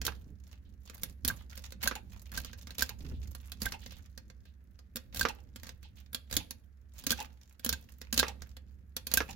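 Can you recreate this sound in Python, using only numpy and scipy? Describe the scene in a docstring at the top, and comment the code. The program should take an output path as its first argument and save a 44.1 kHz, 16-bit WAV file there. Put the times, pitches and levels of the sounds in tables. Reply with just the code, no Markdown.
"""A steel pick works the pins of a small hand-held cylinder lock, close to the microphone in a quiet, rumbling room.
Again and again the tip feels along the pins (trains of tiny slips) and snaps off them in clicks (impact noise through
steel resonances, with body modes of the lock). It is then drawn out over them: the hum and low noise swell as the hand
pulls, and fade just after the pick comes free with a twang on one damped note. A dull knock or hollow ring (decaying
noise through broad resonances) often follows. At moments fingers rub the lock (low noise); hum and hiss last throughout."""
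import sys
import numpy as np
from scipy import signal
from scipy.fft import rfft, irfft
from scipy.io import wavfile
from scipy.ndimage import uniform_filter1d

SR = 44100
rng = np.random.default_rng(int(sys.argv[2]) if len(sys.argv) > 2 else 0)


def int16_out(signal):
    """Quantize to a 16-bit WAV file."""
    q = np.round(np.clip(np.atleast_2d(signal).T, -1, 1) * 32767)
    wavfile.write(sys.argv[1], SR, q.astype(np.int16))


N = 412335
TIME = np.arange(N) / SR  # seconds

# The tip snaps off a pin: start_s, level_db (at 3-8 kHz), top_octave_db (relative to that level)
PIN_SNAPS = [(0.0161, -39.5, -7), (0.0516, -37, 2), (0.066, -32, 3), (0.898, -49, -3), (0.9804, -64, 8),
             (1.0337, -37, 7.5), (1.2489, -32.5, 4), (1.2786, -35.5, 6.5), (1.284, -34, 3.5),
             (1.576, -49, 3.5), (1.7227, -48.5, -3), (1.8296, -40, 5.5), (1.8409, -40.5, 5),
             (1.8751, -29, 2), (1.9538, -41.5, -2), (2.3184, -53, 3.5), (2.376, -35.5, 1.5),
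             (2.4474, -44, -3.5), (2.532, -47.5, -10), (2.6714, -47, -7), (2.707, -49, -3.5),
             (2.783, -37.5, 1.5), (2.794, -35.5, -6), (2.8082, -42, 5), (2.8226, -27, 2.5),
             (2.8926, -41.5, 0.5), (3.35, -49, 4.5), (3.5193, -42.5, -0.5), (3.6186, -37.5, 3),
             (3.658, -36.5, 2), (3.722, -39.5, -4.5), (3.8621, -45.5, -12), (3.9211, -55.5, 0),
             (4.1771, -48.5, -2), (4.3009, -56, -12.5), (4.455, -64, -6), (4.791, -60, -5.5),
             (4.959, -42.5, 8), (4.9682, -39.5, -1.5), (5.146, -44.5, 2), (5.1604, -43, 0),
             (5.171, -41.5, 3), (5.1947, -34.5, 2.5), (5.2108, -30, -2.5), (5.2299, -37, -2.5),
             (5.2862, -39, -4.5), (5.56, -47.5, 1.5), (5.6333, -48.5, -3), (5.6693, -49, -5),
             (5.692, -45, -8), (5.8296, -59.5, 0.5), (6.131, -52, 9.5), (6.1465, -34, 1.5),
             (6.3118, -45, 1.5), (6.3268, -36.5, -2.5), (6.3394, -38.5, -2), (6.3668, -26, 2),
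             (6.508, -44, 5), (7.039, -51, 1), (7.0671, -29, 0), (7.1057, -25.5, -3.5), (7.118, -30, 3),
             (7.2026, -40, -5), (7.596, -55.5, 3), (7.6469, -36, 8.5), (7.6624, -34.5, 0),
             (7.692, -28, 0.5), (7.7274, -31.5, -1.5), (8.0154, -46, -4.5), (8.1274, -31.5, 0.5),
             (8.1422, -39, 4), (8.1768, -23.5, -5), (8.192, -26, -3.5), (8.1963, -24, -1),
             (8.2817, -37, -10), (8.4206, -47, -6), (8.568, -53, -2), (8.9659, -34, -1.5), (9.0694, -38, 1),
             (9.1155, -38.5, -3), (9.1387, -27.5, 8), (9.1725, -25, 2)]
# The pick is drawn out: free_s (moment it comes free), drag_length_s, drag_db, twang_db, low_swell_db
PULLS = [(0.08, 0.026, -47.5, -35.5, -48), (1.3009, 0.025, -42, -28, -38), (1.875, 0.04, -37, -24.5, -47.5),
         (2.377, 0.021, -45, -32, -42), (2.822, 0.031, -43, -24, -57), (3.665, 0.045, -37, -27, -40.5),
         (5.2116, 0.07, -48, -21.5, -40), (6.368, 0.063, -50.5, -48.5, -40.5), (7.126, 0.05, -46, -29, -52),
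         (7.735, 0.093, -60, -35, -41), (8.2, 0.03, -45.5, -28, -40), (9.175, 0.071, -44.5, -21.5, -44)]
# The tip feels its way along the pins: start_s, length_s, level_db
PROBES = [(0.13, 0.095, -70), (0.44, 0.093, -64.5), (0.85, 0.25, -62.5), (1.38, 0.01, -57.5),
          (1.505, 0.19, -57), (2.06, 0.24, -65), (2.33, 0.17, -59), (2.58, 0.3, -63), (3.0, 0.12, -62),
          (3.22, 0.097, -63), (3.38, 0.15, -64.5), (3.8, 0.15, -61), (3.97, 0.092, -70.5),
          (5.29, 0.11, -67.5), (5.6, 0.082, -60.5), (5.96, 0.099, -67.5), (6.96, 0.02, -49.5),
          (7.16, 0.058, -47.5), (7.35, 0.17, -69.5), (7.81, 0.28, -66), (8.42, 0.12, -67.5),
          (9.22, 0.11, -53.5)]
# Dull knocks: start_s, level_db
KNOCKS = [(0.08, -33), (0.122, -49), (1.912, -31.5), (3.7212, -45), (5.252, -23), (8.2293, -24),
          (9.2043, -25.5)]
# The lock is jerked against the fingers: start_s, level_db
THUDS = [(1.246, -40), (1.844, -45.5), (3.619, -39.5), (4.954, -49), (6.368, -43), (7.068, -41.5),
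         (7.108, -39), (7.661, -38), (8.131, -40.5), (8.18, -41)]
# Hollow rings as the parts settle: start_s, level_db
SETTLES = [(0.08, -42), (1.958, -41.5), (2.902, -48.5), (3.736, -42.5), (5.290, -38.5), (5.384, -60),
           (5.85, -65), (6.400, -50), (7.186, -43), (7.206, -39.5), (8.264, -42.5), (8.288, -43.5),
           (9.288, -43.5)]
# The flat of the pick brushes the keyway: start_s, level_db
KEYWAY_RUBS = [(0.522, -75.5), (0.646, -73), (0.861, -62), (1.383, -62), (2.458, -53), (3.134, -63),
               (3.811, -57), (3.91, -54.5), (4.455, -66.5), (5.83, -57.5), (5.966, -61.5), (6.386, -50),
               (6.98, -56)]
# The gripping fingers shift on the lock: start_s, length_s, level_db
GRIP_SHIFTS = [(0.26, 0.075, -54.5), (1.02, 0.1, -54), (3.0, 0.148, -46), (3.14, 0.13, -64)]
# Level of the low rumble over time: time_s, level_db
RUMBLE_LEVEL = [(0, -40.5), (0.3, -50.5), (0.9, -52.5), (1.6, -48), (2.1, -49.5), (3.04, -48.5),
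                (3.13, -38), (3.25, -40), (3.37, -47.5), (4.7, -55.5), (5.7, -51.5), (6.7, -56.5),
                (7.15, -49), (7.55, -60), (8.3, -47.5), (8.9, -53), (9.35, -48.5)]

# Resonances of the hand-held lock: pitch_hz, level_db, t60_s
BODY_MODES = [(165, -16, 0.019), (243.3, -5.5, 0.069), (516, -8.5, 0.055), (714, -19.5, 0.05),
              (1480, -15.5, 0.01), (1605, -7.5, 0.051), (2540, -17, 0.056)]
# Spectrum of the ringing steel: frequency_hz, density_db (per Hz, relative)
STEEL_SPECTRUM = [(150, -33.5), (400, -2), (750, -8), (1300, -3.5), (2000, -1), (2800, -2), (3500, 1.5),
                  (4300, 3.5), (5800, 0.5), (7000, -0.5), (8600, -8.5), (10000, -3.5), (12200, -0.5),
                  (15600, -4)]
# Spectrum of the scraping tip: frequency_hz, density_db (per Hz, relative)
FRICTION_SPECTRUM = [(400, -0.5), (700, -7.5), (1000, -6.5), (2000, -5), (3600, -6), (5000, -6),
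                     (6800, -5.5), (8500, -17), (12500, -9), (16000, -9.5)]
# Spectrum of a dull knock: frequency_hz, density_db (per Hz, relative)
KNOCK_SPECTRUM = [(120, -16.5), (240, -1.5), (350, 1), (520, 2.5), (700, -6), (1350, 4.5), (2200, -4.5),
                  (3700, -11), (6000, -12), (9000, -41), (13000, -23), (16000, -49.5)]
# Hollow resonances of the settling parts: frequency_hz, density_db (per Hz, relative)
HOLLOW_SPECTRUM = [(300, -13), (520, -8), (680, -11.5), (820, 9), (930, 4), (1100, -14.5), (2250, -9),
                   (2650, 1.5), (3000, -8.5), (5000, -19.5), (16000, -30)]
# Spectrum of fingers rubbing the lock: frequency_hz, density_db (per Hz, relative)
SKIN_SPECTRUM = [(40, 6.5), (180, 3.5), (320, -6), (480, -14.5), (1500, -47.5)]
# Spectrum of the low room noise: frequency_hz, density_db (per Hz, relative)
RUMBLE_SPECTRUM = [(20, -23), (50, -10.5), (62, -0.5), (68, 1.5), (78, -7.5), (110, -14), (145, -23.5),
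                   (195, -17), (330, -33), (2000, -74.5)]
# Spectrum of the steady hiss: frequency_hz, density_db (per Hz, relative)
HISS_SPECTRUM = [(100, -0.5), (500, 0), (900, -11.5), (1700, -2.5), (3000, -18), (6500, -21.5), (8500, -26),
                 (13000, -19), (16000, -24)]
# Reverberation time of the room: frequency_hz, t60_s
ROOM_T60 = [(200, 0.83), (1000, 0.32), (4000, 0.28), (9000, 0.12), (16000, 0.53)]

# Shares in a click of middling level, and their change per dB of level: faint clicks are duller and start more softly
MIDDLING_DB = -43
BODY_SHARE_DB, BODY_SHARE_SLOPE = -8.5, -0.32
LEAD_IN_SHARE_DB, LEAD_IN_SHARE_SLOPE, LEAD_IN_S = -10, -0.57, 0.0012
# Friction: slips per second, decay of each slip, level of the tip lying in the keyway
SLIPS_PER_S, SLIP_S, RESTING_DB = 90, 0.0035, -82
# Rates of rise and fall of each stroke, in dB per second
PROBE_RISE_DB_PER_S, PROBE_FALL_DB_PER_S = 891.5, 351
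DRAG_RISE_DB_PER_S, DRAG_FALL_DB_PER_S = 1100, 518.5
SWELL_RISE_DB_PER_S, SWELL_FALL_DB_PER_S = 250, 250
GRIP_RISE_DB_PER_S, GRIP_FALL_DB_PER_S = 1500.5, 700
HISS_DB = -77.5
CUTOFF_HZ = 16000


def pin_clicks(patchy_db=2.5, count=44, size=1024):
    """Impact excitation: a very short noise swell leads into each click of varied steel colour; the lock jolts."""
    out = np.zeros((2, N))
    hz = np.fft.rfftfreq(size, 1 / SR)
    top = np.interp(hz, [7000, 9500], [0, 1])
    low = np.interp(hz, [1900, 3300], [1, 0])
    patch_hz = np.geomspace(400, 16000, count)
    lead = size // 2
    swell = np.exp(-TIME[:lead] / LEAD_IN_S)[::-1]
    for s, db, top_db in PIN_SNAPS:
        strength_db = db - MIDDLING_DB
        body_tilt_db = BODY_SHARE_SLOPE * strength_db
        lead_in_db = LEAD_IN_SHARE_DB + LEAD_IN_SHARE_SLOPE * strength_db
        # each snap has its own random peaks and dips
        patches = np.interp(hz, patch_hz, rng.standard_normal(count))
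        steel_db = at_hz(STEEL_SPECTRUM, hz) + top * top_db + low * body_tilt_db + patchy_db * patches
        burst = contact(crack_db=-10.5, rattle_db=-6.0, rattle_s=0.00031, ring_s=0.0049, side_db=0.0,
                        table_db=-16.5)
        lead_in = from_db(lead_in_db) * swell * rng.standard_normal((2, lead))
        click = convolve(np.hstack([lead_in, burst]), response(steel_db))
        add(out, s - lead / SR, from_db(db + 6.5) * click)
        jolt = struck(BODY_MODES, spread_db=2.5, detune=0.0092)
        add(out, s, from_db(db + BODY_SHARE_DB + body_tilt_db + 8.0) * jolt)
    return out


def contact(crack_db, rattle_db, rattle_s, ring_s, side_db, table_db, table_s=0.0047, size=2200):
    """Impact and reflection: a hard crack, a short rattle and a dense metal ring, echoed by the table."""
    t = TIME[:size]
    decay = from_db(rattle_db) * np.exp(-t / rattle_s) + np.exp(-t / ring_s)
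    burst = unit_energy(decay * two_ears(size, side_db))
    # the crack reaches the right microphone one sample before the left
    burst[[0, 1], [1, 0]] += from_db(crack_db) * rng.choice([-1, 1])
    lag = int(table_s * SR * rng.uniform(.9, 0.91))
    echo = np.pad(burst, [(0, 0), (lag, 0)])[:, :size]
    burst = burst + from_db(table_db) * echo
    return unit_energy(burst) * np.sqrt(SR / 200)  # the energy of 5 ms at rms 1


def struck(modes, spread_db, detune, size=6000):
    """Modal synthesis: one blow sums damped sines, each with random strength and slight mistuning."""
    hz, db, t60 = np.transpose(modes)[:, :, None]
    t = TIME[:size]
    strength, shift = rng.standard_normal((2, len(modes), 1))
    decay = from_db(db + spread_db * strength - 60 * t / t60)
    return np.sum(decay * np.sin(2 * np.pi * hz * (1 + detune * shift) * t), axis=0)


def scraping(spread_db=4.0, smooth_db=-12.0, patchy_db=2.5, focus_db_per_octave=9.0, centre_hz=5200,
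             centre_octaves=0.9, count=15):
    """Stick-slip friction: random tiny slips, each briefly exciting bands round its own centre, over smooth noise."""
    at = np.flatnonzero(rng.random(N) < SLIPS_PER_S / SR)
    sizes_db = spread_db * np.minimum(rng.exponential(1, len(at)), 2)
    centres = np.log2(centre_hz) + centre_octaves * rng.standard_normal(len(at))
    white = rng.standard_normal((2, 2, N))  # neighbouring bands get unrelated noise
    slip_decay = np.exp(-1 / (SLIP_S * SR))
    grain, edges = 0, np.geomspace(500, 17000, count)
    for k, (low, high) in enumerate(zip(edges, edges[1:])):
        off_centre = np.minimum(np.abs(np.log2(low * high) / 2 - centres), 2)  # octaves
        patches_db = patchy_db * rng.uniform(-1.6, 1.6, len(at))
        slips = np.zeros(N)
        slips[at] = from_db(sizes_db - focus_db_per_octave * off_centre + patches_db)
        activity = signal.lfilter([1], [1, -slip_decay], slips + 1e-18)
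        level = rms_one(activity) + from_db(smooth_db)
        grain = grain + cut(level * white[k % 2], [low, high], "band")
    return colour(rms_one(grain) * pressure(), FRICTION_SPECTRUM)


def pressure():
    """Friction grows with contact force: its gain follows the resting, probing and drawn-out tip."""
    probing = strokes(PROBES, PROBE_RISE_DB_PER_S, PROBE_FALL_DB_PER_S)
    drags = [(s - length, length, db) for s, length, db, _, _ in PULLS]
    dragging = strokes(drags, DRAG_RISE_DB_PER_S, DRAG_FALL_DB_PER_S)
    return from_db(RESTING_DB) + probing + dragging


def twangs(pitch_hz=1578, hold_s=0.011, thump_db=-18.0, thump_hz=66, thump_s=0.057, size=6000):
    """Damped free vibration: the shank rings on one note until the fingers choke it, with a soft low thump."""
    out, t = np.zeros((2, N)), TIME[:size]
    note = np.exp(-(t / hold_s) ** 2) * np.sin(2 * np.pi * pitch_hz * t)
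    thump = from_db(thump_db) * np.exp(-t / thump_s) * np.sin(2 * np.pi * thump_hz * t)
    for s, _, _, db, _ in PULLS:
        add(out, s, from_db(db) * (note + thump))
    return out


def knocks(body_db=-10.5):
    """Soft impact: a heavier contact excites little treble and shakes the modes of the whole lock."""
    out, body = np.zeros((2, 2, N))
    for s, db in KNOCKS:
        blow = contact(crack_db=-18.0, rattle_db=9.0, rattle_s=0.00054, ring_s=0.012, side_db=-5.5,
                       table_db=-17.0)
        add(out, s, from_db(db) * blow)
        add(body, s, from_db(db + body_db) * struck(BODY_MODES, spread_db=2.5, detune=0))
    return colour(out, KNOCK_SPECTRUM) + body


def thuds(pitch_hz=240, rise_s=0.002, fall_s=0.012, detune=0.095, size=5000):
    """Mass on a lossy spring: the lock bounces on the flesh of the hand for a few damped low cycles."""
    out, t = np.zeros((2, N)), TIME[:size]
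    envelope = np.exp(-t / fall_s) - np.exp(-t / rise_s)
    for (s, db), shift in zip(THUDS, rng.standard_normal(len(THUDS))):
        bounce = np.sin(2 * np.pi * pitch_hz * (1 + detune * shift) * t)
        add(out, s, from_db(db + 9.5) * envelope * bounce)
    return out


def settles(rattle_s=0.014, rise_s=0.0013, size=5000):
    """Resonant filtering: a brief noisy rattle sounds through hollow resonances near 850 and 2650 Hz."""
    out, t = np.zeros((2, N)), TIME[:size]
    envelope = np.exp(-t / rattle_s) - np.exp(-t / rise_s)
    for s, db in SETTLES:
        add(out, s, from_db(db + 3.5) * envelope * two_ears(size, side_db=-2.0))
    return colour(out, HOLLOW_SPECTRUM)


def hollow_tail(x, tail_db=-22.5, tail_s=0.033, rise_s=0.0068, size=12000):
    """Resonance by convolution: every contact leaves a faint lingering ring in the same hollow resonances."""
    t = TIME[:size]
    envelope = np.exp(-t / tail_s) - np.exp(-t / rise_s)
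    ring = unit_energy(envelope * two_ears(size, side_db=-1.5))
    return from_db(tail_db) * colour(convolve(x, ring), HOLLOW_SPECTRUM)


def rubs(length_s=0.0157, band_hz=(2500, 4300), size=8000):
    """Sliding friction: the flat of the pick brushes the keyway in a short swell of band-limited noise."""
    out, t = np.zeros((2, N)), TIME[:size]
    swell = t / length_s * np.exp(1 - t / length_s)  # peaks at length_s
    for s, db in KEYWAY_RUBS:
        add(out, s, from_db(db + 8.5) * swell * rng.standard_normal((2, size)))
    return cut(out, band_hz, "band")


def grip():
    """Skin friction: fingers shifting on the lock body make strokes of low noise."""
    level = strokes(GRIP_SHIFTS, GRIP_RISE_DB_PER_S, GRIP_FALL_DB_PER_S)
    return level * stereo_noise(SKIN_SPECTRUM, side_db=-13.5)


def room(x, early_db=14.0, early_s=0.012, gap_s=0.0035, size=26000, count=9):
    """Reverberation: dense early reflections lead to a diffuse tail that decays band by band."""
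    t, tail = TIME[:size], 0
    edges = np.geomspace(120, 17000, count)
    for low, high in zip(edges, edges[1:]):
        band = cut(rng.standard_normal((2, size)), [low, high], "band")
        t60 = at_hz(ROOM_T60, np.sqrt(low * high))
        tail = tail + band * from_db(-60 * t / t60)
    early = 1 + from_db(early_db) * np.exp(-t / early_s)
    onset = np.clip(t / gap_s - 1, 0, 1)  # silent for gap_s, then fades in over as long again
    return convolve(x, unit_energy(cut(tail * early * onset, 4600, "low", order=1)))


def rumble(hum_hz=68, hum_db=0.0, swell_s=0.033, lag_s=0.008, size=5000):
    """Amplitude modulation: hum and low noise swell as the hand pulls, and fade just after the pick comes free."""
    hum = from_db(hum_db) * np.sin(2 * np.pi * hum_hz * TIME)
    lows = stereo_noise(RUMBLE_SPECTRUM, side_db=-9.5) + hum
    # even out the level before shaping it
    evened = lows / np.sqrt(uniform_filter1d(np.mean(lows ** 2, axis=0), size))
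    swells = [(s + lag_s - swell_s, swell_s, db) for s, *_, db in PULLS]
    swell = strokes(swells, SWELL_RISE_DB_PER_S, SWELL_FALL_DB_PER_S)
    return np.hypot(level_curve(RUMBLE_LEVEL), swell) * evened


def hiss():
    """Stationary noise: a faint coloured hiss of constant level."""
    return from_db(HISS_DB) * stereo_noise(HISS_SPECTRUM, side_db=-1.0)


def stereo_noise(spectrum, side_db):
    """Spectral shaping: coloured stereo noise at rms 1."""
    return rms_one(colour(two_ears(N, side_db), spectrum))


def two_ears(size, side_db):
    """Partial coherence: mid and side white noise make channels partly alike, at rms 1."""
    mid, side = rng.standard_normal((2, size))
    return rms_one(mid + from_db(side_db) * side * [[1], [-1]])


def strokes(rows, rise_db_per_s, fall_db_per_s):
    """Exponential growth and decay: the gain of rows (start_s, length_s, level_db) that rise, hold and die away."""
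    t, gain = TIME[::32], 0
    for s, length, db in rows:
        before, after = np.maximum(s - t, 0), np.maximum(t - s - length, 0)
        gain = gain + from_db(db - rise_db_per_s * before - fall_db_per_s * after)
    return np.interp(TIME, t, gain)


def level_curve(rows):
    """Level interpolation: gain at every sample from rows of (time_s, level_db)."""
    return from_db(np.interp(TIME, *np.transpose(rows), left=-120, right=-120))


def colour(x, spectrum, size=8192):
    """Linear filtering: impose the given spectrum with unit power gain."""
    db = at_hz(spectrum, np.fft.rfftfreq(size, 1 / SR))
    return convolve(x, unit_energy(response(db)))


def response(db):
    """Minimum phase: causal impulse response, by folded cepstrum, from levels at evenly spaced frequencies."""
    cepstrum = irfft(np.log(from_db(db)))
    cepstrum[1:len(db) - 1] *= 2
    cepstrum[len(db):] = 0
    return irfft(np.exp(rfft(cepstrum)))


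def at_hz(points, hz):
    """Logarithmic pitch scale: read a table along log frequency."""
    f, value = np.transpose(points)
    return np.interp(np.log(np.maximum(hz, 1)), np.log(f), value)


def cut(x, hz, kind, order=2):
    """Band limiting: Butterworth filter."""
    return signal.sosfilt(signal.butter(order, hz, kind, fs=SR, output="sos"), x + 1e-18)


def convolve(x, response):
    """Convolution: pass a sound through an impulse response."""
    return signal.oaconvolve(np.atleast_2d(x), np.atleast_2d(response), axes=-1)[:, :N]


def add(track, s, sound):
    """Superposition: mix a short sound into a stereo track at time s."""
    start = max(round(s * SR), 0)
    track[:, start:start + sound.shape[-1]] += sound[..., :max(N - start, 0)]


def from_db(db):
    """Logarithmic level: decibels to amplitude gain."""
    return 10 ** (np.asarray(db) / 20)


def rms_one(x):
    """Power normalisation: scale to rms 1."""
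    return x / np.sqrt(np.mean(x ** 2) + 1e-20)


def unit_energy(x):
    """Energy normalisation: scale each channel to energy 1."""
    return x / np.sqrt(np.sum(x ** 2, axis=-1, keepdims=True) + 1e-20)


def scene():
    """Superposition of direct and reverberant sound: the lock sits a little right; each group has its own echo level."""
    sharp, shank = pin_clicks() + scraping(), twangs()
    dull = knocks() + thuds() + settles() + rubs() + hollow_tail(sharp)
    # pairs of gains in dB: left, right
    lock = (sharp + shank + dull) * from_db([[-2.6], [2.2]])
    sent = from_db(-12.5) * sharp + from_db(-27.5) * shank + from_db(-17.5) * dull
    echo = room(sent) * from_db([[-1.2], [1.2]])
    lows = (rumble() + grip()) * from_db([[-3.0], [2.2]])
    return lock + echo + lows + hiss()


def record(dry):
    """Band limiting: a steep elliptic low-pass removes the extreme treble."""
    return signal.sosfilt(signal.ellip(10, .1, 80, CUTOFF_HZ, fs=SR, output="sos"), dry)


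dry = scene()
out = record(dry)
int16_out(out)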